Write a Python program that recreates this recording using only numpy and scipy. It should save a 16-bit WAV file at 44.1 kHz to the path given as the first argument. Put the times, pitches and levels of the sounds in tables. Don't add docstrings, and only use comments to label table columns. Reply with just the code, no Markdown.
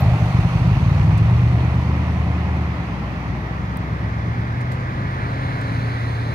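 import sys
import numpy as np
from scipy import signal
from scipy.fft import rfft, irfft, next_fast_len
from scipy.io import wavfile
from scipy.ndimage import uniform_filter1d

SR = 44100
rng = np.random.default_rng(int(sys.argv[2]) if len(sys.argv) > 2 else 0)


def natural_amplitude(level_db):
    exponent = np.asarray(level_db, float) / 20
    return 10 ** exponent


def int16_out(signal):
    q = np.round(np.clip(np.atleast_2d(signal).T, -1, 1) * 32767)
    wavfile.write(sys.argv[1], SR, q.astype(np.int16))


N = 279594
T = np.arange(N) / SR
HOP = 256
FRAMES = np.arange(N // HOP + 5) * HOP / SR

# frequency_hz, level_db
PIPES_BEAT = [(30, -47), (50, -10), (70, -5), (98, 1.5), (120, 5), (138, -2), (165, 0.5), (195, -14.5),
              (240, -33), (400, -48), (900, -69), (2500, -100)]
# time_s, throttle_db (level of the even firing), flank_deg (side shown)
DRIVE = [(0, -30.5, 80), (.15, -31.5, 48), (.45, -29.5, 23.5), (.7, -28, 31), (1.05, -25.5, 57),
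         (1.32, -22.5, 48), (1.6, -22, 20.4), (2.1, -21.5, 6), (2.64, -23, 8.5), (2.85, -31.5, 7.2),
         (3.5, -32, 9.8), (3.8, -30.5, 12.5), (4.15, -30, 20), (4.5, -35, 71), (4.8, -34.5, 67),
         (5.4, -34, 64), (5.8, -36, 85), (6.34, -32, 20.5)]

NEAREST_M, SPEED_M_S = 8.1, 8.9
TURN_S, TURN_LENGTH_S = 4.12, 1
CLEAR_LENGTH_S = 0.85


def read(points, hz):
    table_hz, value = np.transpose(points)
    return np.interp(np.log(hz + 1), np.log(table_hz + 1), value)


def curves(rows, t):
    s, *columns = np.transpose(rows)
    return [np.interp(t, s, c) for c in columns]


def ramp(t, middle_s, length_s):
    return .5 + .5 * np.tanh(2 * (t - middle_s) / length_s)


def distance(t):
    return np.hypot(NEAREST_M, SPEED_M_S * t)


def band_noise(edges_hz):
    band = signal.butter(2, edges_hz, "band", fs=SR, output="sos")
    roar = signal.sosfilt(band, rng.standard_normal(N))
    return roar / roar.std()


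def hiss(points, left_points, level_db, bright_db, lag_ms, spread, patchy_db):
    # frequency_hz, coherent_share
    likeness = [(50, 1), (300, 0.98), (800, 0.98), (2000, 0.79), (5000, 0.22), (15000, 0.21)]
    hz = np.fft.rfftfreq(1024, 1 / SR)[:, None]
    a, b, c, d, e, f, patches = rng.standard_normal((len(FRAMES), 513, 7)).T
    patches = uniform_filter1d(patches, size=10, axis=0)
    patches = uniform_filter1d(patches, size=12, axis=1) * np.sqrt(10 * 12)
    same = np.clip(read(likeness, hz), 0, 1) ** spread
    own = np.sqrt(1 - same ** 2)
    shared = same * (a + 1j * b)
    left = shared * np.exp(-2j * np.pi * hz * lag_ms / 1000) + own * (c + 1j * d)
    right = shared + own * (e + 1j * f)
    shape = natural_amplitude(read(points, hz))
    shape = shape / np.sqrt(np.sum(shape ** 2))
    treble_db = bright_db / (1 + (3500 / (hz + 1)) ** 4)
    shape = shape * natural_amplitude(level_db + treble_db + patchy_db * patches)
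    both = np.array([left * natural_amplitude(read(left_points, hz)), right]) * shape
    return signal.istft(both, nperseg=1024, noverlap=1024 - HOP)[1][:, :N]


def tone(rows, waver_hz):
    hz, level_db = curves(rows, T)
    hz = hz + waver_hz * np.interp(T, FRAMES, rng.standard_normal(len(FRAMES)))
    level = np.sqrt(2) * natural_amplitude(level_db) * (T < rows[-1][0])
    return level * np.sin(2 * np.pi * np.cumsum(hz) / SR)


def street():
    # frequency_hz, level_db
    spectrum = [(25, -18.5), (55, -21), (100, 2.5), (200, -3.5), (320, -11.5), (500, -21), (1000, -20),
                (1400, -30.5), (1900, -14.5), (2600, -34), (3500, -34), (6300, -39.5), (7600, -54.5),
                (15500, -58.5)]
    # frequency_hz, gain_db
    left_shading = [(900, 2), (1300, 12), (1900, -13), (2500, 7), (3500, 0.5), (5000, -2), (7500, 4),
                    (12000, 2.5)]
    return hiss(spectrum, left_shading, level_db=-28.5, bright_db=0, lag_ms=-0.063, spread=1.8, patchy_db=1.0)


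def whine():
    start_hz, rise_hz_s, level_db = 14010, 54, -80
    return tone([(s, start_hz + rise_hz_s * s, level_db) for s in (0, N / SR)], 12)


def clicks():
    # start_s, peak_db, left_minus_right_db, length_ms, lowest_hz
    events = [(.255, -40, 10, 6.6, 1990), (.31, -51, 11, 6, 2010), (.45, -59, 3, 4.5, 8000),
              (1.175, -30.5, -16, 5.7, 2980), (3.7716, -23.5, 22, 0.26, 7500), (4.606, -40, -21, 9.9, 2500),
              (4.713, -49, -10, .4, 3000), (4.715, -34, -28, 10, 3000), (4.724, -46, -22, 23, 5000),
              (4.79, -51, -19, 24, 6000), (5.612, -34, 4, 3.7, 6000)]
    out = np.zeros((2, N))
    bursts = rng.standard_normal((len(events), 2000))
    for (start_s, peak_db, pan_db, length_ms, low_hz), burst in zip(events, bursts):
        t = np.arange(2000) / SR * 1000 / length_ms
        envelope = 2 * t * np.exp(1 - 2 * t)
        tick = signal.sosfilt(signal.butter(2, low_hz, "high", fs=SR, output="sos"), burst * envelope)
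        if length_ms > 1:
            tick = signal.lfilter([.5], [1, -.75], tick)
            tick = signal.sosfilt(signal.butter(2, 11500, fs=SR, output="sos"), tick)
        at = round(start_s * SR)
        port_gain = natural_amplitude([[min(pan_db, 0)], [min(-pan_db, 0)]])
        out[:, at:at + 2000] += natural_amplitude(peak_db) * tick * port_gain
    return out


def brake_squeak():
    # time_s, pitch_hz, level_db
    glide = [
        (0, 13300, -68),
        (.006, 13300, -42),
        (.015, 13180, -54),
        (.025, 13200, -57),
        (.05, 13050, -70),
    ]
    return tone(glide, 54)


def saloon_tyres():
    # frequency_hz, level_db
    spectrum = [(150, -30.5), (300, 1.5), (800, 3.5), (1100, 3.5), (1700, 3), (2300, 0), (3000, -15.5),
                (4100, -11.5), (5400, -29.5), (6400, -22.5), (7500, -30.5), (10500, -28.5), (12000, -40),
                (15500, -35)]
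    # frequency_hz, gain_db
    left_shading = [(900, 0), (1500, -0.5), (2100, -1.5), (2600, -12), (3400, 5), (4000, -7), (5100, 9.5),
                    (7500, 0), (10500, 0.5), (12000, -5)]
    peak_db, nearest_s, nearest_m, speed_m_s = -28.5, 5.42, 7.47, 6.9
    screened_db, clear_s = -11.5, 5.26
    since_s = FRAMES - nearest_s
    level_db = peak_db - 20 * np.log10(np.hypot(1, speed_m_s * since_s / nearest_m))
    bright_db = screened_db * (1 - ramp(FRAMES, clear_s, CLEAR_LENGTH_S))
    lag_ms = -0.43 - 0.027 * since_s
    return hiss(spectrum, left_shading, level_db, bright_db, lag_ms, spread=0.093, patchy_db=1.0)


def saloon_hum():
    # time_s, pitch_hz, level_db
    glide = [
        (4.9, 280, -65),
        (5.3, 277, -39.5),
        (5.8, 272.5, -39.5),
        (6.34, 268.4, -42),
    ]
    return tone(glide, 6.5)


def tread():
    # low_hz, high_hz
    edges_hz = [3930, 4280]
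    level_db, abreast_s = -54, 5.2
    return natural_amplitude(level_db) * ramp(T, abreast_s, CLEAR_LENGTH_S) * band_noise(edges_hz)


def sports_tyres():
    # frequency_hz, level_db
    spectrum = [(150, -36), (250, -4), (340, -16.5), (430, -5.5), (700, 2), (1100, -1), (1400, -8),
                (1700, -7), (2500, -2.5), (3200, -11.5), (4300, -24.5), (6100, -19.5), (7300, -29.5),
                (10000, -34), (15500, -41.5)]
    # frequency_hz, gain_db
    left_shading = [(900, 1), (1400, 6), (1750, -8.5), (2050, 4), (2500, -43), (3000, -10), (4300, 11.5),
                    (5200, -4.5), (7400, -2.5), (9300, 4.5), (11000, 1.5)]
    nearest_db, spreading, island_db, air_db_m = -30.5, 0.27, -15.5, -.5
    metres = distance(FRAMES)
    level_db = nearest_db - spreading * 20 * np.log10(metres / NEAREST_M)
    level_db = level_db + island_db * ramp(FRAMES, TURN_S, 2 * TURN_LENGTH_S)
    bright_db = air_db_m * (metres - NEAREST_M)
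    lag_ms = 0.17 - 0.067 * np.exp(-FRAMES / 0.14)
    return hiss(spectrum, left_shading, level_db, bright_db, lag_ms, spread=0.99, patchy_db=1.0)


def intake():
    # low_hz, high_hz
    edges_hz = [570, 813]
    peak_db, peak_s, fall_db_s = -30, 0.074, -24.5
    return natural_amplitude(peak_db + fall_db_s * abs(T - peak_s)) * band_noise(edges_hz)


def growl(puffs):
    # low_hz, high_hz
    edges_hz = [230, 437]
    level_db = curves(DRIVE, T)[0] - 18.5
    return natural_amplitude(level_db) * (1 + 0.79 * (puffs - puffs.mean())) * band_noise(edges_hz)


def engine_levels():
    # time_s, cycles_hz
    revs = [(0, 6.77), (.15, 6.1), (.45, 5.96), (.7, 6.38), (1.05, 7.8), (1.32, 9.25), (1.6, 9.25),
            (2.1, 9.77), (2.66, 9.62), (2.93, 7.9), (3.45, 7.75), (3.8, 8.28), (4.1, 8.45), (4.5, 9.03),
            (4.8, 9.85), (5.4, 9.9), (5.8, 10.58), (6.34, 10.45)]
    flank_db, weak_db, weak_turned_db = 11, -6, 2.5
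    nearest_scatter_db, steadying, coast_db = -31, 0.29, -32
    cycle_hz = curves(revs, T)[0]
    even_db, flank_deg = curves(DRIVE, T)
    beat_db = even_db + flank_db + 20 * np.log10(abs(np.sin(np.radians(flank_deg))) + 1e-3)
    weak_db = even_db + weak_db + weak_turned_db * ramp(T, TURN_S, TURN_LENGTH_S)
    scatter_db = nearest_scatter_db - 20 * np.log10(distance(T) / NEAREST_M)
    scatter_db = scatter_db - steadying * (even_db - coast_db)
    return cycle_hz, even_db, beat_db, weak_db, scatter_db


def colour(x, points):
    size, lead, length = 1 << 16, 4096, 16384
    hz = abs(np.fft.fftfreq(size, 1 / SR))
    phase = -signal.hilbert(np.log(natural_amplitude(read(PIPES_BEAT, hz)))).imag
    response = np.fft.ifft(natural_amplitude(read(points, hz)) * np.exp(1j * phase)).real
    taps = np.roll(response, lead)[:length] * signal.windows.tukey(length, .4)
    return signal.oaconvolve(x, taps)[lead:N + lead]


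def echoed(x):
    # time_s, delay_ms
    echo = [(0, 25.3), (.6, 31.3), (1.3, 24.3), (1.8, 24.6), (3.4, 24.5), (4.2, 27), (4.7, 24.4),
            (5.3, 21.7), (5.9, 26)]
    late = np.interp(T - curves(echo, T)[0] / 1000, T, x, left=0)
    share = 0.36 * (0.54 + 0.48 * ramp(T, 0.89, .4))
    return (x + share * late) / np.hypot(1, share)


def exhaust(start=.24):
    bank = [1, -1, -1, 1, -1, 1, 1, -1]
    # frequency_hz, level_db
    pipes_sum = [(20, -30), (48, -6), (63, -4), (78, 0), (100, -1), (126, -8), (140, -14), (160, -17),
                 (200, -16), (250, -28), (400, -48), (900, -75), (2500, -100)]
    # frequency_hz, level_db
    pipes_weak = [(20, -55), (48, -51), (70, -3.5), (98, -4), (118, 1.5), (138, -7.5), (155, -12.5),
                  (176, 3), (196, -8.5), (250, -16), (320, -14), (420, -43), (900, -81), (2500, -100)]
    # time_s, share_left
    misses = [(.003, .3), (.158, .5), (.178, .15), (.198, .5), (.282, .25), (.322, .4), (.488, .4),
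              (.508, .5), (.804, .5)]
    cycle_hz, even_db, beat_db, weak_db, scatter_db = engine_levels()
    count = np.floor(8 * (start + np.cumsum(cycle_hz) / SR)).astype(int)
    fires = np.diff(count, prepend=count[0]) * SR / (8 * cycle_hz * np.sqrt(2))
    for miss_s, share in misses:
        fires = np.where(abs(T - miss_s) < .009, share * fires, fires)
    slot = count % 8
    luck = rng.standard_normal(1000)[count]

    def pipe_gain(points, *orders):
        return np.sqrt(sum(natural_amplitude(read(points, k * cycle_hz)) ** 2 for k in orders))

    even = natural_amplitude(even_db) / pipe_gain(pipes_sum, 8)
    beat = natural_amplitude(beat_db) / pipe_gain(PIPES_BEAT, 11, 13) * np.take(bank, slot) / .653
    weak = natural_amplitude(weak_db) / pipe_gain(pipes_weak, 10, 12) * (1 - 4 * (slot % 4 == 2))
    pulses = colour(fires * even, pipes_sum)
    pulses = pulses + echoed(colour(fires * (beat + natural_amplitude(scatter_db) * luck), PIPES_BEAT))
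    pulses = -pulses - colour(fires * weak, pipes_weak)

    low = signal.sosfiltfilt(signal.butter(4, 150, fs=SR, output="sos"), pulses)
    turned = 0.87 * ramp(T, TURN_S, TURN_LENGTH_S)
    walls = 0.3 * np.exp(-((T - 1.28) / 0.39) ** 2)
    pulses = pulses - np.clip(turned + walls, 0, 1) * (pulses - low)
    late = np.pad(pulses, (9, 0))[:N]
    return np.array([late, pulses]), abs(fires) > 0


def scene():
    rumble, fires = exhaust()
    puffs = signal.lfilter([1], [1, -np.exp(-1 / (0.0085 * SR))], fires)
    background = street() + whine() + clicks() + brake_squeak()
    saloon = saloon_tyres() + saloon_hum() + tread()
    sports = sports_tyres() * (1 + 0.35 * puffs) + intake() + growl(puffs) + rumble
    return background + saloon + sports


def top_cut(x):
    return signal.sosfilt(signal.butter(12, 15710, fs=SR, output="sos"), x)


def record(dry):
    # frequency_hz, gain_db
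    ports = [(60, 0.65), (1000, -1.25), (5100, 0.5), (5900, -8), (6500, -10), (7400, -2.5), (15000, -2)]
    size = next_fast_len(N)
    hz = np.fft.rfftfreq(size, 1 / SR)
    edges = natural_amplitude(-60 * (hz > 15720)) / np.sqrt(1 + (30 / (hz + 1)) ** 8)
    shading = natural_amplitude([read(ports, hz), 0 * hz])
    heard = irfft(rfft(dry, size) * edges * shading, size)[:, :N]
    rounded = heard / (1 + (abs(heard) / .6) ** 4) ** (1 / 4)
    return top_cut(rounded)


dry = scene()
out = record(dry)
int16_out(out)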